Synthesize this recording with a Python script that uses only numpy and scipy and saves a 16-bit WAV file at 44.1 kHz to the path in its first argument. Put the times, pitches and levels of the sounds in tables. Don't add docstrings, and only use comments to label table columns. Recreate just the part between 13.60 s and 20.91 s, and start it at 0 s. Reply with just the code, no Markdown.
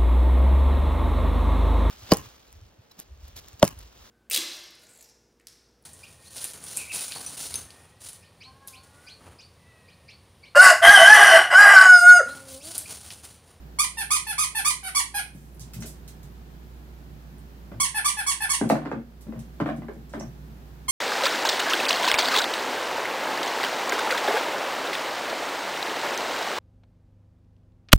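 import sys
import numpy as np
from scipy import signal
from scipy.fft import rfft, irfft, next_fast_len
from scipy.io import wavfile
from scipy.ndimage import uniform_filter1d, minimum_filter1d

SR = 44100
rng = np.random.default_rng(int(sys.argv[2]) if len(sys.argv) > 2 else 0)


def materialize(psi):
    bounded = np.clip(np.atleast_2d(psi).T, -1, 1)
    quanta = np.round(bounded * 32767).astype(np.int16)
    wavfile.write(sys.argv[1], SR, quanta)


def natural_amplitude(level_db):
    exponent = np.asarray(level_db, float) / 20
    return 10 ** exponent


N = 322371

# start in seconds, time the pressure is held in seconds,
# reed pitch in Hz at full pressure, pitch in Hz at the end of the hold, level in dB.
SQUEEZES = [
    (.186, .036, 1191, 1235, -25),
    (.504, .041, 1232, 1247, -23),
    (.779, 0.043, 1246, 1236, -23.5),
    (1.046, 0.041, 1202, 1229, -23),
    (1.347, 0.037, 1161, 1123, -24),
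    (4.199, 0.039, 1141, 1068, -25),
    (4.444, .034, 1185, 1146, -23.5),
    (4.663, 0.038, 1140, 1073, -25.5),
    (4.891, .037, 1123, 1089, -25.5),
    (7.281, .03, 1070, 1080, -27),
]
# start in seconds, time the suction is held in seconds,
# reed pitch in Hz at full suction, pitch in Hz at the end of the hold, level in dB.
REFILLS = [
    (.369, .039, 902, 878, -33.5),
    (.665, 0.044, 879, 857, -33),
    (.947, 0.037, 887, 867.4, -30.5),
    (1.228, 0.043, 746, 764, -37),
    (1.540, 0.039, 814.4, 843, -30),
    (4.343, 0.032, 863.5, 873, -29.5),
    (4.568, 0.027, 854, 865.6, -31.5),
    (4.803, .032, 859, 874.6, -30),
]
# first pitch in Hz, first level in dB, rise in seconds, level change over the hold in dB,
# sag in seconds, pitch share and level in dB after the sag, pitch share and seconds of the collapse.
SQUEEZE_SHAPE = (1065, 1.5, .014, -3.5, .024, .8, -7, .7, .011)
REFILL_SHAPE = (915, -5, 0.0042, 2, .021, .8, -7, .75, .011)
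# frequency in Hz, level in dB.
SQUEEZE_COLOUR = [
    [(530, -30.5), (900, -4), (1260, -4.5), (1760, -3), (2530, -6.5), (2960, -7), (3760, -12.5),
     (4090, -6.5), (4840, -8), (7920, -8), (9950, 1.5), (12200, -20), (15900, -22)],
    [(530, -34), (900, -9.5), (1140, -1.5), (1470, -3.5), (2220, -7), (2780, -5), (3220, -8.5), (5140, -9),
     (6460, -6), (7110, -10), (9830, 1.5), (13000, -24), (15900, -22)],
]
REFILL_COLOUR = [
    [(410, -32), (700, -3), (1680, 4), (2550, -1.5), (3630, -7.5), (4420, -7.5), (5660, -11.5),
     (7550, -19.5), (9310, 2), (9930, 2), (11800, -8.5), (14700, -22), (15900, -45)],
    [(410, -32), (700, -13), (1790, -3), (2690, -15), (3630, -19.5), (4660, -23), (5310, -21), (6980, -35),
     (9680, -8.5), (12200, -25), (12900, -32.5), (14900, -28), (15900, -88)],
]
# start in seconds, peak in dB,
# pitch of the boom in Hz.
PAWS = [(1.748, -27, 210), (2, -34, 160), (2.159, -28.5, 156), (2.186, -26, 170), (2.222, -36, 155),
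        (2.24, -30.5, 380), (4.139, -30.5, 144), (5.102, -5, 250), (5.117, -3.5, 237), (5.175, -23, 251),
        (5.332, -15, 204), (5.666, -24.5, 239), (5.683, -21, 270), (5.79, -41, 185), (6.014, -15, 203),
        (6.18, -19.5, 221), (6.358, -29, 207), (6.571, -23, 315), (6.639, -33, 151), (6.88, -36.5, 199)]
# start in seconds, peak in dB,
# hard knock in dB over that peak, pitch of the boom in Hz.
BOUNCES = [(4.115, -29.5, -11.5, 242), (5.011, -5.5, -18, 259), (5.039, -12.5, -22, 232),
           (5.099, -1, -11, 640), (5.153, -17, -5, 262), (5.218, -25, -9, 222), (5.251, -28, -5, 490),
           (5.257, -14, -10, 322), (5.314, -12.5, -10.5, 424), (5.362, -23.5, -30, 238),
           (5.723, -28.5, -13, 500), (5.758, -27, -20, 185), (5.847, -45, -20, 235), (6.0, -14, -9.5, 260),
           (6.058, -17, -5.5, 300), (6.088, -20, -8, 248), (6.219, -26, -15, 225), (6.283, -23, -11, 340),
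           (6.535, -24.5, -8, 234), (6.608, -27.5, -12, 241)]
# frequency in Hz, level in dB.
KNOCK_COLOUR = [(320, -26.5), (550, 1), (651, 4.5), (771, 0.5), (1740, -9), (4000, -30), (7980, -46),
                (9850, -45), (15900, -104)]
# frequency in Hz, level in dB, 60 dB decay in seconds.
JOISTS = [(150.7, -2.5, 0.51), (237.6, 4, 0.25)]
# start in
# seconds, peak in dB, low and high edge in Hz, length in seconds.
SCUFFS = [(1.741, -60, 5000, 15500, .15), (1.947, -54.5, 9530, 14300, .004),
          (1.995, -44, 4460, 13000, 0.0095), (2.007, -47, 3570, 9400, 0.019),
          (2.135, -42.5, 1263, 16000, .015), (2.204, -47.5, 4900, 16000, .01),
          (2.223, -35.5, 390, 7200, 0.0048), (2.258, -42.5, 4960, 13900, 0.025),
          (2.478, -46, 1920, 16000, .012), (2.63, -51.5, 2460, 15700, 0.0084),
          (3.783, -49.5, 6450, 10980, 0.00067), (5.09, -33, 2450, 12040, 0.022),
          (5.098, -23.5, 900, 5470, 0.0016), (5.254, -43, 1497, 6000, 0.00089),
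          (5.312, -44, 1004, 5960, 0.00076), (5.609, -52, 3700, 15000, 0.014),
          (5.791, -49, 2460, 12000, 0.0089), (6, -56, 2500, 11000, 0.01), (6.067, -62, 4000, 13000, .025),
          (6.162, -57, 3930, 11300, 0.011), (6.335, -49, 6500, 11500, 0.00067),
          (6.495, -58, 4000, 10000, 0.0068), (6.53, -53, 2880, 8540, .01),
          (6.594, -55.5, 5340, 9700, 0.0099)]
# start in seconds, peak in dB.
CLINKS = [
    (2.21, -28),
    (6.5321, -64),
    (6.5985, -23.5),
]
# frequency in Hz, level in dB, 60 dB decay in seconds.
TAG_MODES = [(5600, 10, 0.025), (5650, 2, .04), (6300, -7, 0.032), (6180, 9, 0.036), (7600, -4, 0.053),
             (8800, -27, 0.037)]
# delay after the straight path in seconds, level in dB.
ECHOES = [(.0024, -7.5), (.0052, -3), (.0087, -13.5)]
# frequency in Hz, 60 dB decay in seconds.
ROOM_T60 = [(125, 0.27), (500, 0.26), (1200, 0.2), (2500, 0.28), (5000, 0.23), (9500, 0.23), (14000, 0.15)]
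# frequency in Hz, left minus right in dB.
TOY_BALANCE = [(60, -15.5), (110, -29.5), (200, -22), (380, 2.5), (700, 5), (1290, -3), (2380, -2.5),
               (4400, -1.5), (8120, -10.5), (15000, 7)]
FLOOR_BALANCE = [(60, 1), (110, 0), (200, 1), (380, 1.5), (700, -1), (1290, -0.5), (2380, 0), (4400, -3),
                 (8120, -7), (15000, 5.5)]
# frequency in Hz, level in dB rms.
DRONE = [(59.2, -44), (145.3, -57), (360.7, -64), (409.1, -69.5)]
# frequency in Hz, level in dB per Hz.
AIR_COLOUR = [(41, -22.5), (70, -11.5), (103, -13.5), (155, -8), (313, -19), (367, -21), (605, -26),
              (759, -25.5), (1170, -30.5), (1720, -31), (2010, -35), (4670, -40), (8420, -47.5),
              (14200, -43.5), (15900, -47.5)]
# frequency in Hz, left-right likeness from -1 to 1.
AIR_ALIKE = [(60, 0.78), (130, 0.89), (290, 0.8), (640, 0.18), (1410, -0.28), (3100, 0.073), (6820, 0.017),
             (15000, -0.1)]
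# frequency in Hz, left minus right in dB.
AIR_BALANCE = [(60, -3.5), (110, -7.5), (200, -1), (380, -3.5), (700, 3.5), (1290, -1.0), (2380, -2),
               (4400, -1.5), (8120, -7.5), (15000, 14.5)]

T = np.arange(N) / SR
PAD = next_fast_len(N + 4096)
HZ = np.maximum(np.arange(PAD // 2 + 1) * SR / PAD, 1)
LEFT_RIGHT = np.array([[1], [-1]])
STEP = 16


def squeaker(squeaks, colours, shape):
    out = np.zeros(N)
    for squeak in squeaks:
        s, hz, db = pressure(squeak, shape)
        tone = colours[int(3 < s[0] < 6)]
        t = s[0] + T[:int((s[-1] - s[0]) * SR)]
        age = t - s[0]
        ragged = np.clip(age / 0.01, .1, 1)

        waver = smooth_noise(SR // 8, 90, 1)[:len(t)]
        hz = uniform_filter1d(np.interp(t, s, hz), 132)
        hz = hz * (1 + .007 * ragged * waver)
        flutter = natural_amplitude(2 * ragged * smooth_noise(SR // 8, 150, 2)[:len(t)])

        order = np.arange(1, 25)[:, None]
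        dull_db = -6 * np.log2(order) * np.exp(-age / 0.003)
        sizes = natural_amplitude(read(tone, order * hz) + dull_db) * (order * hz < 16000)
        phase = order * 2 * np.pi * np.cumsum(hz) / SR + 0.5 * order ** 1.61
        puffs = unit(np.sum(sizes * np.cos(phase), axis=0))

        hiss = signal.fftconvolve(rng.standard_normal(SR // 8), causal(tone))
        leak = natural_amplitude(-15) * ragged * unit(band(hiss, 2950, 24000))[:len(t)]
        edge = np.clip(np.minimum(age / 0.0019, (s[-1] - t) / 0.0082), 0, 1)
        add(out, s[0], (puffs * flutter + leak) * edge * natural_amplitude(np.interp(t, s, db)))
    return out


def pressure(squeak, shape):
    s, hold_s, full_hz, end_hz, db = squeak
    first_hz, first_db, rise_s, hold_db, sag_s, sag, sag_db, collapse, collapse_s = shape
    times = s + np.cumsum([0, rise_s, hold_s - rise_s, sag_s, collapse_s])
    hz = [first_hz, full_hz, end_hz, end_hz * sag, end_hz * sag * collapse]
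    return times, hz, db + np.array([first_db, 0, hold_db, sag_db, sag_db - 42.0])


def thumps():
    boom, knock = np.zeros(N), np.zeros(N)
    paws = [(s, db, -35, hz, 2.54 / hz) for s, db, hz in PAWS]
    bounces = [(s, db, hard_db, hz, 3.75 / hz) for s, db, hard_db, hz in BOUNCES]
    for s, db, hard_db, hz, contact_s in paws + bounces:
        board = band(burst(contact_s, 0), hz / 1.36, hz * 1.226)
        board *= np.sqrt(contact_s * SR / 2 / np.sum(board ** 2))
        add(boom, s + 0.00082, natural_amplitude(db - 7) * board)
        clatter = burst(0.5 * contact_s, 2.6)
        crack = natural_amplitude(4.5) * burst(0.00093, 0)
        add(knock, s + 0.000997, natural_amplitude(db + hard_db) * (clatter + crack))
    floor = natural_amplitude(-48.0) * signal.fftconvolve(boom, ring(JOISTS))[:N]
    return boom + floor + natural_amplitude(14.0) * signal.fftconvolve(knock, causal(KNOCK_COLOUR))[:N]


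def scuffs():
    out = np.zeros(N)
    for s, db, low_hz, high_hz, length_s in SCUFFS:
        add(out, s, natural_amplitude(db) * band(burst(length_s, 1.15), low_hz, high_hz))
    return out


def tag():
    out = np.zeros(N)
    for s, db in CLINKS:
        add(out, s, natural_amplitude(db - 9.5) * ring(TAG_MODES))
    return out


def burst(length_s, grit_db):
    t = T[:SR // 4]
    grit = natural_amplitude(grit_db * rng.exponential(size=len(t)))
    return unit(rng.standard_normal(len(t)) * grit) * np.exp(-t / max(length_s, .0005))


def ring(modes):
    t = T[:SR // 2]
    body = sum(natural_amplitude(db - 60 * t / t60) * np.sin(2 * np.pi * hz * t) for hz, db, t60 in modes)
    return body / np.abs(body).max()


def room(x, echoes, wet_db, gap_s, left_lag_s):
    t, tail = T[:SR // 2], 0
    for hz in 90 * 2 ** np.arange(0, 7.6, .5):
        mid, side = band(rng.standard_normal((2, len(t))), hz / 1.19, hz * 1.19) * np.sqrt(hz)
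        apart = min(hz / 1200, 1)
        tail = tail + (mid + apart * side * LEFT_RIGHT) * fade(t / read(ROOM_T60, hz))
    tail = tail * np.clip(t / gap_s - 1, 0, 1)
    tail *= natural_amplitude(wet_db) / np.sqrt(np.sum(tail ** 2) / 2)

    skew = left_lag_s * LEFT_RIGHT / 2
    paths = 0
    for k, (s, db) in enumerate([(0.00018, 0)] + echoes):
        delay = s + (-1) ** k * skew
        paths = paths + natural_amplitude(db) * np.exp(-2j * np.pi * HZ * delay)
    return colour(x, paths) + signal.fftconvolve(x[None], tail, axes=1)[:, :N]


def fade(share):
    return natural_amplitude(-60 * share) + natural_amplitude(-30 - 18 * share)


def ports(x, balance):
    return colour(x, natural_amplitude(LEFT_RIGHT * read(balance, HZ) / 2))


def background():
    waver = smooth_noise(N, 3000, 2)
    drone = 0
    for hz, db in DRONE:
        phase = 2 * np.pi * np.cumsum(hz * (1 + 0.00872 * waver)) / SR
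        drone = drone + natural_amplitude(db + 1.5 + .6 * waver) * np.sin(phase)
    alike = np.clip(read(AIR_ALIKE, HZ), -1, 1)
    mid, side = rng.standard_normal((2, N))
    air = colour(mid, np.sqrt(1 + alike)) + LEFT_RIGHT * colour(side, np.sqrt(1 - alike))
    air = unit(colour(air, natural_amplitude(read(AIR_COLOUR, HZ)))) * natural_amplitude(-48.5)
    return ports(air + drone, AIR_BALANCE)


def read(table, hz):
    table_hz, value = np.array(table).T
    return np.interp(np.log(hz), np.log(table_hz), value)


def colour(x, gain):
    return irfft(rfft(x, PAD) * gain, PAD)[..., :N]


def causal(table):
    hz = np.maximum(np.arange(1025) * SR / 2048, 1)
    cepstrum = irfft(np.log(natural_amplitude(read(table, hz))))
    cepstrum[1:1024] *= 2
    cepstrum[1025:] = 0
    return irfft(np.exp(rfft(cepstrum)))


def band(x, low_hz, high_hz):
    low_hz, high_hz = np.sort(np.clip([low_hz, high_hz], 40, 20000))
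    sos = signal.butter(2, [low_hz, high_hz + 1], "band", fs=SR, output="sos")
    return signal.sosfilt(sos, x) * np.sqrt(SR / 2 / (high_hz + 1 - low_hz))


def smooth_noise(length, width, passes):
    x = rng.standard_normal(length)
    for _ in range(passes):
        x = uniform_filter1d(x, width)
    return unit(x)


def unit(x):
    return x / np.sqrt(np.mean(x ** 2))


def add(out, s, x):
    i = int(s * SR)
    out[i:i + len(x)] += x[:N - i]


def scene():
    toy = squeaker(SQUEEZES, SQUEEZE_COLOUR, SQUEEZE_SHAPE) + squeaker(REFILLS, REFILL_COLOUR, REFILL_SHAPE)
    puppy = thumps() + scuffs() + tag()
    toy = ports(natural_amplitude(3) * room(toy, ECHOES, 4.08, 0.0013, -0.000071), TOY_BALANCE)
    puppy = ports(room(puppy, [], 1.0, 0.0026, -0.000088), FLOOR_BALANCE)
    return toy + puppy + background()


def follow(x, start, attack_s, release_s):
    e, out = start, []
    for v in x.tolist():
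        e += (v - e) * STEP / SR / (attack_s if v > e else release_s)
        out.append(e)
    return np.array(out)


def low_pass(x):
    return signal.sosfilt(signal.butter(12, 15800, fs=SR, output="sos"), x)


def record(dry):
    hold = int(.16 * SR / STEP)
    peak = follow(np.abs(dry).max(axis=0)[::STEP], natural_amplitude(-50.5), 0.034, 0.013)
    held = -minimum_filter1d(-peak, hold, origin=(hold - 1) // 2)
    loud = np.interp(T, T[::STEP], follow(held, natural_amplitude(-50), .0044, .15))
    gain = np.minimum(natural_amplitude(-34.0) / loud, 1) ** 0.3
    treble_limit = signal.ellip(8, .2, 70, 15800, fs=SR, output="sos")
    return low_pass(signal.sosfilt(treble_limit, dry) * gain)


dry = scene()
out = record(dry)
materialize(out)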